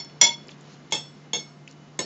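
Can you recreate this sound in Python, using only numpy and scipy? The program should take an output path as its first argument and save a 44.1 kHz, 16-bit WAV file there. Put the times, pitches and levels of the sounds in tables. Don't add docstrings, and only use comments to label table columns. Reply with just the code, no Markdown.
import sys
import numpy as np
from scipy import signal
from scipy.fft import rfft, irfft
from scipy.io import wavfile
from scipy.ndimage import uniform_filter1d

SR = 44100
rng = np.random.default_rng(int(sys.argv[2]) if len(sys.argv) > 2 else 0)


def unload_wav(signal):
    wavfile.write(
        sys.argv[1],
        SR,
        np.round(np.clip(np.atleast_2d(signal).T, -1, 1) * 32767).astype(np.int16),
    )


def elevation(decibels):
    levels = np.asarray(decibels, float)
    return 10 ** (levels / 20)


N = 90404
LEAD_S = 0.1
M = N + int(LEAD_S * SR)


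def level(x, db):
    return x * elevation(db) / np.sqrt(np.mean(x ** 2))


def colour(x, shape):
    hz, db = np.array(shape).T
    f = np.maximum(np.arange(len(x) // 2 + 1) * SR / len(x), 1)
    gain = elevation(np.interp(np.log(f), np.log(hz), db))
    return irfft(rfft(x) * gain, len(x))


def fade(t, t60):
    return (t >= 0) * np.exp(-np.log(1000) * np.maximum(t, 0) / t60)


def walk(rate, size=M):
    k = int(SR / rate)
    smooth = uniform_filter1d(rng.standard_normal(size), k)
    return level(uniform_filter1d(smooth, k), 0)


def ring(age, hzs, dbs, t60s, rough):
    size = int(0.6 * SR)
    live = np.arange(size) / SR
    onset = np.clip(live / 0.023, 0, 1)
    modes = np.zeros(size)
    for hz, db, t60 in zip(hzs, dbs, t60s):
        wobble = 1 + rough * onset * (walk(110, size) + 1j * walk(110, size))
        tone = (np.exp(2j * np.pi * hz * live) * wobble).imag
        modes += elevation(db) * tone * fade(live, t60)
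    return np.r_[np.zeros(np.sum(age < 0)), modes, np.zeros(M)][:M]


# (frequency [Hz], ..)
BOWL_HZ = [ (930, 2169, 3396, 3410, 5211, 5835, 6449, 7114, 7140),
           (598, 935, 953, 2172, 3303, 3390, 3410, 4243, 4597, 5186, 5215, 5812, 5841, 6442),
           (853, 890, 1800, 2160, 2620, 3312, 3400, 3600, 4118, 4640, 5233, 6121, 6457, 7698),
           (480, 894, 1701, 2185, 2735, 3300, 3355, 3402, 3585, 3784, 6202, 6461, 6648, 7709),
           (350, 480, 1030, 1793, 2164, 2842, 3483, 3700, 3880, 6320, 6578, 6654, 6864, 7747)]
# (level [dB], ..)
BOWL_DB = [(-19, -15.5, -23.5, -17, -15.5, -21, -25.5, -8.5, -15.5),
           (-23.5, -15.5, -20.5, -8.5, -15.5, -4.5, -8, -15.5, -14, -6, -3.5, 1, -4, -14.5),
           (-11, -10.5, -23.5, -9, -14.5, -1, -2, -12.5, -39, -15, -7.5, -8, -3, -0.5),
           (-12.5, -10.5, -23.5, -11.5, -14.5, -6, -7.5, 2, -5, -16.5, -24.5, -1, -1, -13.5),
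           (-15, -19.5, -14, -12, -8, -18.5, -5.5, -18, -11.5, -15, 1, -12, -23, 9)]
# (t60 [s], ..)
BOWL_T60_S = [(0.33, .35, 0.41, 0.55, 0.35, .3, 0.32, 0.13, .23),
              (0.32, 0.31, 0.232, 0.27, 0.13, 0.34, .32, 0.27, .2, .23, 0.14, 0.2, 0.17, .17),
              (0.17, 0.22, 0.27, 0.18, 0.29, 0.23, 0.29, 0.26, .2, .17, .12, 0.055, 0.2, 0.37),
              (0.22, 0.16, 0.34, .33, 0.17, 0.17, 0.14, 0.22, 0.18, 0.33, 0.27, 0.24, 0.073, 0.69),
              (0.12, 0.12, 0.078, 0.15, 0.069, 0.11, 0.078, 0.15, .2, 0.039, 0.046, 0.11, .3, .14)]
# (level [dB], ..)
BLOW_DB = (7, -4, 6, 5.5, 6)


def bowl(age, k):
    blow = 1 + elevation(BLOW_DB[k]) * fade(age, 0.015)
    return ring(age, BOWL_HZ[k], BOWL_DB[k], BOWL_T60_S[k], rough=0.75) * blow


SPOON_HZ = 4406, 5384, 7109, 7144
SPOON_T60_S = 0.35, 0.39, 0.12, 0.22
# (level [dB], ..)
SPOON_DB = [(-4, -5, -35, -26.5), (-12, -17, -1, -2), (-11, -8, -6, -7), (-6.5, -8, -6, -10),
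            (-11, -13.5, -23, -21)]


def spoon(age, k):
    return ring(age, SPOON_HZ, SPOON_DB[k], SPOON_T60_S, rough=0.3)


# (frequency [Hz], level per Hz [dB])
CLATTER = [(250, -29), (700, -13.5), (1400, -14), (2500, -8), (3400, -5), (4900, -13), (6300, -7),
           (7900, -13.5)]


def clatter(age, db):
    return level(colour(rng.standard_normal(M), CLATTER), db) * fade(age, 0.25)


THUDS_HZ = 395, 387, 388, 325, 310


def thud(age, db, k):
    half_width_hz = 522 / 2
    edges = [max(THUDS_HZ[k] - half_width_hz, 90), THUDS_HZ[k] + half_width_hz]
    band = signal.butter(2, edges, "band", fs=SR)
    return level(signal.lfilter(*band, rng.standard_normal(M)), db) * fade(age, 0.28)


CRACKS_DB = -40, -12, -22, -24, -4


def crack(t, contact_s, k):
    click = 1.0 * (np.arange(M) == int((contact_s - t[0]) * SR))
    return elevation(CRACKS_DB[k]) * signal.lfilter([1, -1], [1, -0.6], click)


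# (time [s], ring [dB], clatter [dB], thud [dB], wait until the food damps the bowl [s])
KNOCKS = [
    (-.03, -28, -38.5, -45, 0.044),
    (0.2123, -11, -17.5, -32, 0.12),
    (0.9219, -22.5, -29.5, -31.5, 0.049),
    (1.3321, -26, -34.5, -33.5, 0.088),
    (1.99, -22, -33, -31, .1),
]
# (level [dB], ..)
DAMPS_DB = (-6.5, -6.5, -0.5, -2.5, -5)


def knocks(t):
    rise_s, damp_s, spoon_damp_share = 0.0021, 0.026, 0.45
    echo_s, echo_db = 0.0128, -9
    out = np.zeros(M)
    for k, (start, ring_db, clatter_db, thud_db, rest_s) in enumerate(KNOCKS):
        age = t - start
        body = elevation(ring_db) * bowl(age, k) + clatter(age, clatter_db)
        body = body + thud(age, thud_db, k) + crack(t, start + rise_s, k)
        metal = elevation(ring_db) * spoon(age, k)
        rest = elevation(DAMPS_DB[k] * np.clip((age - rest_s) / damp_s, 0, 1))
        out += (body * rest + metal * rest ** spoon_damp_share) * np.clip(age / rise_s, 0, 1)
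    echo = np.roll(out, int(echo_s * SR)) * (t > t[0] + echo_s)
    low_cut = signal.butter(4, 115, "high", fs=SR, output="sos")
    return signal.sosfilt(low_cut, out + elevation(echo_db) * echo)


# (frequency [Hz], level per Hz [dB])
AIR = [(25, -25.5), (95, -15.5), (125, -7.5), (200, 0), (600, -12), (1300, -16), (3300, -24), (7600, -28),
       (8600, -46.5)]
# (time [s], level [dB])
AIR_FALL = [(0, 1), (.5, 1), (1, 0), (1.5, -1.5), (2.05, -1.5)]


def room_air(t):
    air = rfft(colour(rng.standard_normal(M), AIR))
    octave = np.log2(np.arange(M // 2 + 1) * SR / M + 1)
    bands = np.zeros(M)
    for k in range(4, 15):
        band = irfft(air * np.clip(1 - abs(octave - k), 0, 1), M)
        bands += band * elevation(1 * walk(12))
    return level(bands * elevation(np.interp(t, *np.array(AIR_FALL).T)), -50)


# (frequency [Hz], level [dB])
WHINES = [(700, -67.5), (2095, -71.5), (2960, -70.5)]


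def fridge():
    turn = 2 * np.pi * np.cumsum(148.1 * (1 + 0.006 * walk(10))) / SR
    out = level(np.sin(turn) * elevation(1.2 * walk(25)), -51.5)
    for hz, db in WHINES:
        turn = 2 * np.pi * np.cumsum(hz + 6 * walk(44)) / SR
        out += elevation(db + 3 * walk(12)) * np.sin(turn)
    return out


# (time [s], level [dB], frequency [Hz], t60 [s])
TICKS = [(0.047, -23, 7900, 0.0042), (0.096, -41, 2520, 0.018), (.470, -40, 7440, 0.02),
         (.483, -40.5, 4900, .012), (.483, -43, 7200, 0.01), (0.491, -32, 2770, 0.019),
         (.493, -33.5, 3530, 0.0088), (0.51, -44, 7160, .015), (.512, -48, 4370, .04),
         (.514, -59, 5100, 0.025), (0.517, -46, 3470, 0.059), (1.687, -49.5, 4420, 0.037),
         (.610, -40, 7620, .012), (0.908, -48, 3000, .04), (.913, -48, 3900, 0.041),
         (.908, -42.5, 7230, .04), (1.676, -37.5, 2590, 0.029), (1.676, -37.5, 7100, 0.0094),
         (1.679, -45, 4950, .015), (1.71, -37.5, 7340, 0.012), (1.712, -45, 5400, .012),
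         (1.725, -42.5, 7340, .014)]


def food_ticks(t):
    out = np.zeros(M)
    for start, db, hz, t60 in TICKS:
        age = t - start
        rough = 0.6 + walk(1800)
        attack = np.clip(age / 0.0004, 0, 1)
        out += elevation(db) * np.sin(2 * np.pi * hz * age) * rough * fade(age, t60) * attack
    return out


# (time [s], length [s], level [dB])
SLIDES = [
    (.204, .01, -46),
    (.485, .065, -52),
    (.64, .15, -53.5),
    (.907, .015, -43),
    (1.675, .07, -56),
]
# (frequency [Hz], level [dB])
SLIDE_COLOUR = [(1000, -30), (1500, -8), (2200, -10), (2750, 0), (3500, -7), (4250, -1), (4800, -8),
                (5400, -4), (7600, -9)]


def food_slides(t):
    out = np.zeros(M)
    for start, length, db in SLIDES:
        grains = rng.standard_normal(M) * elevation(1.9 * walk(130))
        swell = np.sin(np.pi * np.clip((t - start) / length, 0, 1)) ** 0.6
        out += level(colour(grains, SLIDE_COLOUR), db) * swell
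    return out


def scene():
    t = np.arange(M) / SR - LEAD_S
    mix = knocks(t) + room_air(t) + fridge() + food_ticks(t) + food_slides(t)
    return mix[None, M - N:]


def roll_off(x):
    return signal.sosfilt(signal.butter(12, 8310, fs=SR, output="sos"), x)


def record(dry):
    fold_hz, fold_db, hiss_db = 8000, -19.5, -86
    narrow = signal.sosfilt(signal.cheby2(14, 75, 8500, fs=SR, output="sos"), dry)
    mirror = narrow * np.cos(4 * np.pi * fold_hz * np.arange(N) / SR)
    edge = signal.butter(4, [fold_hz, fold_hz + 450], "band", fs=SR, output="sos")
    narrow = narrow + elevation(fold_db) * signal.sosfilt(edge, mirror)
    clipped = np.clip(narrow, -1, 1) + elevation(hiss_db) * rng.standard_normal(dry.shape)
    top = signal.ellip(8, 0.1, 60, 16200, fs=SR, output="sos")
    mix = signal.sosfiltfilt(top, clipped)
    return roll_off(mix)


dry = scene()
out = record(dry)
unload_wav(out)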